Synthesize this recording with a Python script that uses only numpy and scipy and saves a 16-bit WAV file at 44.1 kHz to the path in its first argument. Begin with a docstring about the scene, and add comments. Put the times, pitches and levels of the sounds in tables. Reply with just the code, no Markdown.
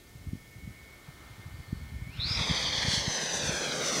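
"""A powered model glider comes in low over a meadow. At first its fan idles with a faint tone, while
light wind bumps the microphone and a faint steady whine lies underneath. Just after two seconds the fan
spins up, within a third of a second, to a thin whistle and a loud rush of turbulent air. From then on
the echo off the grass interferes with the rush as a comb filter, whose notches sink as the glider nears."""
import sys
import numpy as np
from scipy import signal
from scipy.fft import rfft, irfft
from scipy.io import wavfile
from scipy.ndimage import map_coordinates

SR = 44100
rng = np.random.default_rng(int(sys.argv[2]) if len(sys.argv) > 2 else 0)


def pcm_store(signal):
    """Save signal as 16-bit PCM."""
    levels = np.round(np.clip(np.atleast_2d(signal), -1, 1) * 32767)
    wavfile.write(sys.argv[1], SR, levels.astype(np.int16).T)


N = 176400
TIME = np.arange(N) / SR

# blade-passing frequency of the fan: time_s, pitch_hz
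BLADE_PITCH = [(0, 2195), (.85, 2206), (2.075, 2200), (2.1, 2300), (2.15, 2870), (2.2, 3700), (2.25, 4400),
               (2.3, 5080), (2.35, 5440), (2.42, 5950), (2.48, 6080), (2.9, 6060), (3.5, 6032), (4, 5985)]
# strength of the blade tone: time_s, level_db
BLADE_LEVEL = [(0, -72), (.68, -57.5), (.89, -58), (1.15, -66.5), (1.68, -67), (1.93, -59.5), (2.19, -54.5),
               (2.203, -38.5), (2.38, -47.5), (2.53, -45.5), (2.85, -46), (2.94, -39.5), (3.04, -44.5),
               (3.1, -38), (3.5, -41), (3.68, -45.5), (4, -39.5)]
# flow tearing at the blades, before scaling by fan speed: time_s, level_db
TORN_FLOW_LEVEL = [(2, -110), (2.19, -43), (2.201, -31), (2.27, -31), (2.36, -33), (2.42, -59), (3.8, -50),
                   (3.88, -34.5), (4, -40)]
# turbulent rush in four bands: time_s, roar_db, body_db, rush_db, hiss_db
BAND_LEVELS = [(2, -90, -97, -86, -105), (2.14, -66, -57, -58, -88), (2.2, -59, -49, -51, -70),
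               (2.3, -49.5, -41, -37, -50), (2.42, -38.5, -37.5, -33, -46.5), (2.6, -41, -37.5, -31, -46.5),
               (2.7, -41, -38.5, -33, -47.5), (2.84, -40.5, -35, -32, -43.5),
               (2.95, -41.5, -37.5, -30, -35), (3.03, -40, -41, -35, -45), (3.2, -39.5, -39.5, -36, -41.5),
               (3.58, -35.5, -39.5, -37, -40.5), (3.8, -35.5, -39, -37.5, -41.5),
               (3.87, -33, -37, -36, -38), (4, -35, -39, -36, -36.5)]
# spectral shapes of those bands: frequency_hz, density_db
ROAR_SPECTRUM = [(90, -28), (145, 4.5), (230, 1), (390, -1), (520, 2), (720, -6.5), (1150, -4), (1700, -20),
                 (3000, -43)]
BODY_SPECTRUM = [(600, -6), (1100, -4.5), (1600, 8.5), (2050, 5), (2500, 5), (2850, -3), (3400, -14),
                 (5000, -47)]
RUSH_SPECTRUM = [(2000, -34), (2800, -9), (3300, 2.5), (4400, 0.5), (5200, -1.5), (6300, -18), (7200, -31),
                 (10000, -42)]
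HISS_SPECTRUM = [(3000, -54), (5000, 2.5), (6500, 3.5), (7600, -1), (8800, -4.5), (9900, -6),
                 (11000, -16.5), (15500, -29.5)]
# brief surges of the hiss: time_s, boost_db
HISS_SURGES = [(2.6, 3), (3.36, 5), (3.46, 3)]
# delay of the ground reflection behind the direct sound: time_s, lag_ms
REFLECTION_LAG = [(2.1, .66), (2.4, .74), (2.6, .795), (3, .865), (3.4, 1.0), (3.6, 1.12), (4, 1.35)]
# airflow over the wings: time_s, level_db
WING_LEVEL = [(0, -68), (.6, -68), (.9, -61.5), (1.3, -57), (1.8, -60), (2.3, -61.5)]
# its spectral shape: frequency_hz, density_db
WING_SPECTRUM = [(300, -31), (650, -0.5), (1080, 0), (1300, 2.5), (1900, -4), (2300, -3), (2650, -14),
                 (3500, -7), (4400, -8), (5600, -19), (9000, -24)]
# wind rumble on the microphone: time_s, level_db
RUMBLE_LEVEL = [(0, -71), (.3, -42), (.5, -54), (.66, -44.5), (.92, -62), (1.25, -60.5), (1.48, -46),
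                (1.64, -47.5), (1.8, -44), (2.4, -40), (2.72, -43.5), (3.04, -41), (3.16, -70), (3.47, -44),
                (3.65, -70)]
# its spectral shape: frequency_hz, density_db
RUMBLE_SPECTRUM = [(35, -20), (55, 4), (100, 0.5), (170, -7), (280, -19), (600, -60)]
# single eddies striking the microphone: centre_s, peak_db, pitch_hz
EDDIES = [(0.16, -39, 120), (0.272, -28, 164), (0.305, -36, 100), (.334, -21, 154), (.355, -35, 220),
          (.567, -41, 115), (.677, -28.5, 161), (1.09, -36.5, 135), (1.31, -39.5, 108), (1.464, -32.5, 107),
          (1.545, -34, 100), (1.73, -18, 138), (1.962, -34, 85), (2.026, -35.5, 110), (2.072, -31.5, 133),
          (2.194, -23.5, 85), (2.312, -21.5, 94), (2.39, -29, 95), (2.414, -26, 122), (2.5, -21, 163),
          (2.512, -16.5, 121), (2.852, -25.5, 159), (2.885, -19.5, 111), (2.938, -25, 167),
          (2.98, -23, 125), (3.081, -18.5, 133), (3.44, -30, 138), (3.495, -24, 145)]
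# partials of the whine: pitch_hz, level_db
WHINE_PARTIALS = [(1285, -75), (1502, -75.5), (1803, -65), (2104, -65), (2406, -75), (3004, -74.5),
                  (3305, -74.5)]
# slow growth of all those partials: time_s, gain_db
WHINE_GAIN = [(0, -4), (2.2, 3)]
# spectral shape of the background air: frequency_hz, density_db
AIR_SPECTRUM = [(25, 1.5), (60, 10.5), (150, -1), (300, 0), (600, -7.5), (1200, -17), (2700, -14.5),
                (4000, -14.5), (8000, -17.5), (15000, -21)]


def fan_whistle():
    """Periodic blade passage radiates a tone; flow tearing at the blades adds noise bands around it."""
    pitch_hz, = in_time(BLADE_PITCH)
    level_db, = in_time(BLADE_LEVEL)
    torn_db, = in_time(TORN_FLOW_LEVEL)
    flutter_db, full_speed_waver_hz = 2.6, 14
    speed = pitch_hz / pitch_hz.max()
    phase = turning(pitch_hz + full_speed_waver_hz * speed * drift(52))
    tone = rms_one(np.sin(phase) * from_db(flutter_db * drift(24)))
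    octave_db = -60 - 26 * (TIME[-1] - TIME)  # the octave carries only from near by, so it grows
    octave = from_db(octave_db) * noise_band(2 * phase, half_width_hz=55)
    upper_whistle = from_db(-7) * speed ** 2 * noise_band(1.052 * phase, half_width_hz=120)
    under_tone = 0.96 * phase
    torn_flow = from_db(torn_db) * speed * noise_band(under_tone, half_width_hz=300)
    idle_rasp = from_db(-5.5) * (1 - speed) * noise_band(under_tone, half_width_hz=170)
    return from_db(level_db) * (tone + idle_rasp + upper_whistle) + octave + ground_reflection(torn_flow)


def air_rush():
    """Turbulence behind fan and wings radiates broadband noise, which flutters as it crosses the wind."""
    spectra = ROAR_SPECTRUM, BODY_SPECTRUM, RUSH_SPECTRUM, HISS_SPECTRUM
    shared_flutter_db = 0.52 * drift(34)
    roar, body, rush, hiss = [from_db(db + shared_flutter_db + 0.97 * drift(15.8)) * noise(spectrum)
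                              for db, spectrum in zip(in_time(BAND_LEVELS), spectra)]
    surge_s = 0.027
    surge_db = sum(db * np.exp(-((TIME - time_s) / surge_s) ** 2) for time_s, db in HISS_SURGES)
    return roar + body + rush + hiss * from_db(surge_db)


def ground_reflection(direct):
    """Two-path interference: a delayed echo cuts a comb of notches, which sink as the delay grows."""
    lag_ms, = in_time(REFLECTION_LAG)
    echo_gain, low_hz, dull_hz = 0.74, 460, 6140
    turn_rad = 1.8  # soft grass turns the phase
    hz = np.arange(N // 2 + 1) * SR / N
    midrange = hz ** 2 / (hz ** 2 + low_hz ** 2) / (1 + (hz / dull_hz) ** 4)
    echo = irfft(rfft(direct) * midrange * np.exp(-1j * turn_rad), N)
    delayed = map_coordinates(echo, [(TIME - lag_ms / 1000) * SR], order=3)
    return (direct + echo_gain * delayed) / np.sqrt(1 + echo_gain ** 2)


def wing_noise():
    """Flow over the airframe radiates aerodynamic noise: a far, hollow whoosh and a brief sinking swish."""
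    level_db, = in_time(WING_LEVEL)
    centre_s, swell_s, swish_hz, sag_hz_per_s = 1.74, 0.19, 4420, 780
    since_s = TIME - centre_s
    phase = turning(swish_hz - sag_hz_per_s * since_s)
    swish = np.exp(-(since_s / swell_s) ** 2) * noise_band(phase, half_width_hz=190)
    return from_db(level_db) * noise(WING_SPECTRUM) + from_db(-65.5) * swish


def microphone_wind():
    """Turbulent pressure on the microphone makes a lumpy rumble; single eddies push it for a few cycles."""
    level_db, = in_time(RUMBLE_LEVEL)
    lumps_db = 7.5 * np.tanh(drift(20.3))
    pressure = from_db(level_db) * rms_one(noise(RUMBLE_SPECTRUM) * from_db(lumps_db))
    for centre_s, peak_db, pitch_hz in EDDIES:
        cycles = (TIME - centre_s) * pitch_hz
        length_cycles = 0.41 * from_db(0.44 * (-20 - peak_db))  # weaker eddies linger longer
        swell = 1 / np.cosh(np.clip(2 * cycles / length_cycles, -20, 20))
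        pressure += from_db(peak_db) * swell * np.sin(2 * np.pi * (cycles + rng.random()))
    return signal.sosfilt(signal.butter(2, 38, "high", fs=SR, output="sos"), pressure)


def whine():
    """Superposed faint partials, each with slight random frequency and amplitude modulation."""
    gain_db, = in_time(WHINE_GAIN)
    waver_hz, flutter_db = 2.86, 2.5
    total = np.zeros(N)
    for pitch_hz, level_db in WHINE_PARTIALS:
        partial = np.sin(turning(pitch_hz + waver_hz * drift(13.7)))
        total += from_db(level_db + gain_db) * rms_one(partial * from_db(flutter_db * drift(17)))
    return total


def background_air():
    """Stationary broadband noise, strongest in the bass, sets the ambient floor."""
    return from_db(-55) * noise(AIR_SPECTRUM)


def noise(spectrum):
    """Spectral shaping of white noise, rolled off beyond the ends of the table; rms 1."""
    hz, db = np.transpose(spectrum)
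    bin_hz = np.maximum(np.arange(N // 2 + 1) * SR / N, 1)
    shape = from_db(np.interp(np.log(bin_hz), np.log(hz), db))
    roll_off = np.minimum(1, np.minimum(bin_hz / hz[0], hz[-1] / bin_hz)) ** 2
    return rms_one(irfft(rfft(rng.standard_normal(N)) * roll_off * shape, N))


def noise_band(phase, half_width_hz):
    """Quadrature modulation centres a narrow band of noise on a carrier; rms 1."""
    lowpass = signal.butter(3, half_width_hz, fs=SR, output="sos")
    in_phase, quadrature = signal.sosfilt(lowpass, rng.standard_normal((2, N)))
    return rms_one(in_phase * np.cos(phase) + quadrature * np.sin(phase))


def drift(rate_hz):
    """Low-passed noise gives a random fluctuation up to the given rate; rms 1."""
    lowpass = signal.butter(2, rate_hz, fs=SR, output="sos")
    return rms_one(signal.sosfilt(lowpass, rng.standard_normal(N + SR))[SR:])


def turning(hz):
    """Phase is the time integral of frequency."""
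    return 2 * np.pi * np.cumsum(hz) / SR


def in_time(rows):
    """Linear interpolation of each column at every sample."""
    time_s, *columns = np.transpose(rows)
    return [np.interp(TIME, time_s, column) for column in columns]


def from_db(db):
    """Decibels to amplitude ratio."""
    return 10 ** (np.asarray(db) / 20)


def rms_one(x):
    """Normalisation to rms 1."""
    return x / np.sqrt(np.mean(np.abs(x) ** 2) + 1e-20)


def scene():
    """Linear superposition of glider, wind and background, alike in both channels."""
    glider = fan_whistle() + ground_reflection(air_rush()) + wing_noise()
    mono = glider + whine() + microphone_wind() + background_air()
    return np.array([mono, mono])


def record(dry):
    """Band limiting: a steep elliptic low-pass removes the highest treble."""
    cutoff_hz = 15700
    return signal.sosfilt(signal.ellip(10, .1, 80, cutoff_hz, fs=SR, output="sos"), dry)


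dry = scene()
out = record(dry)
pcm_store(out)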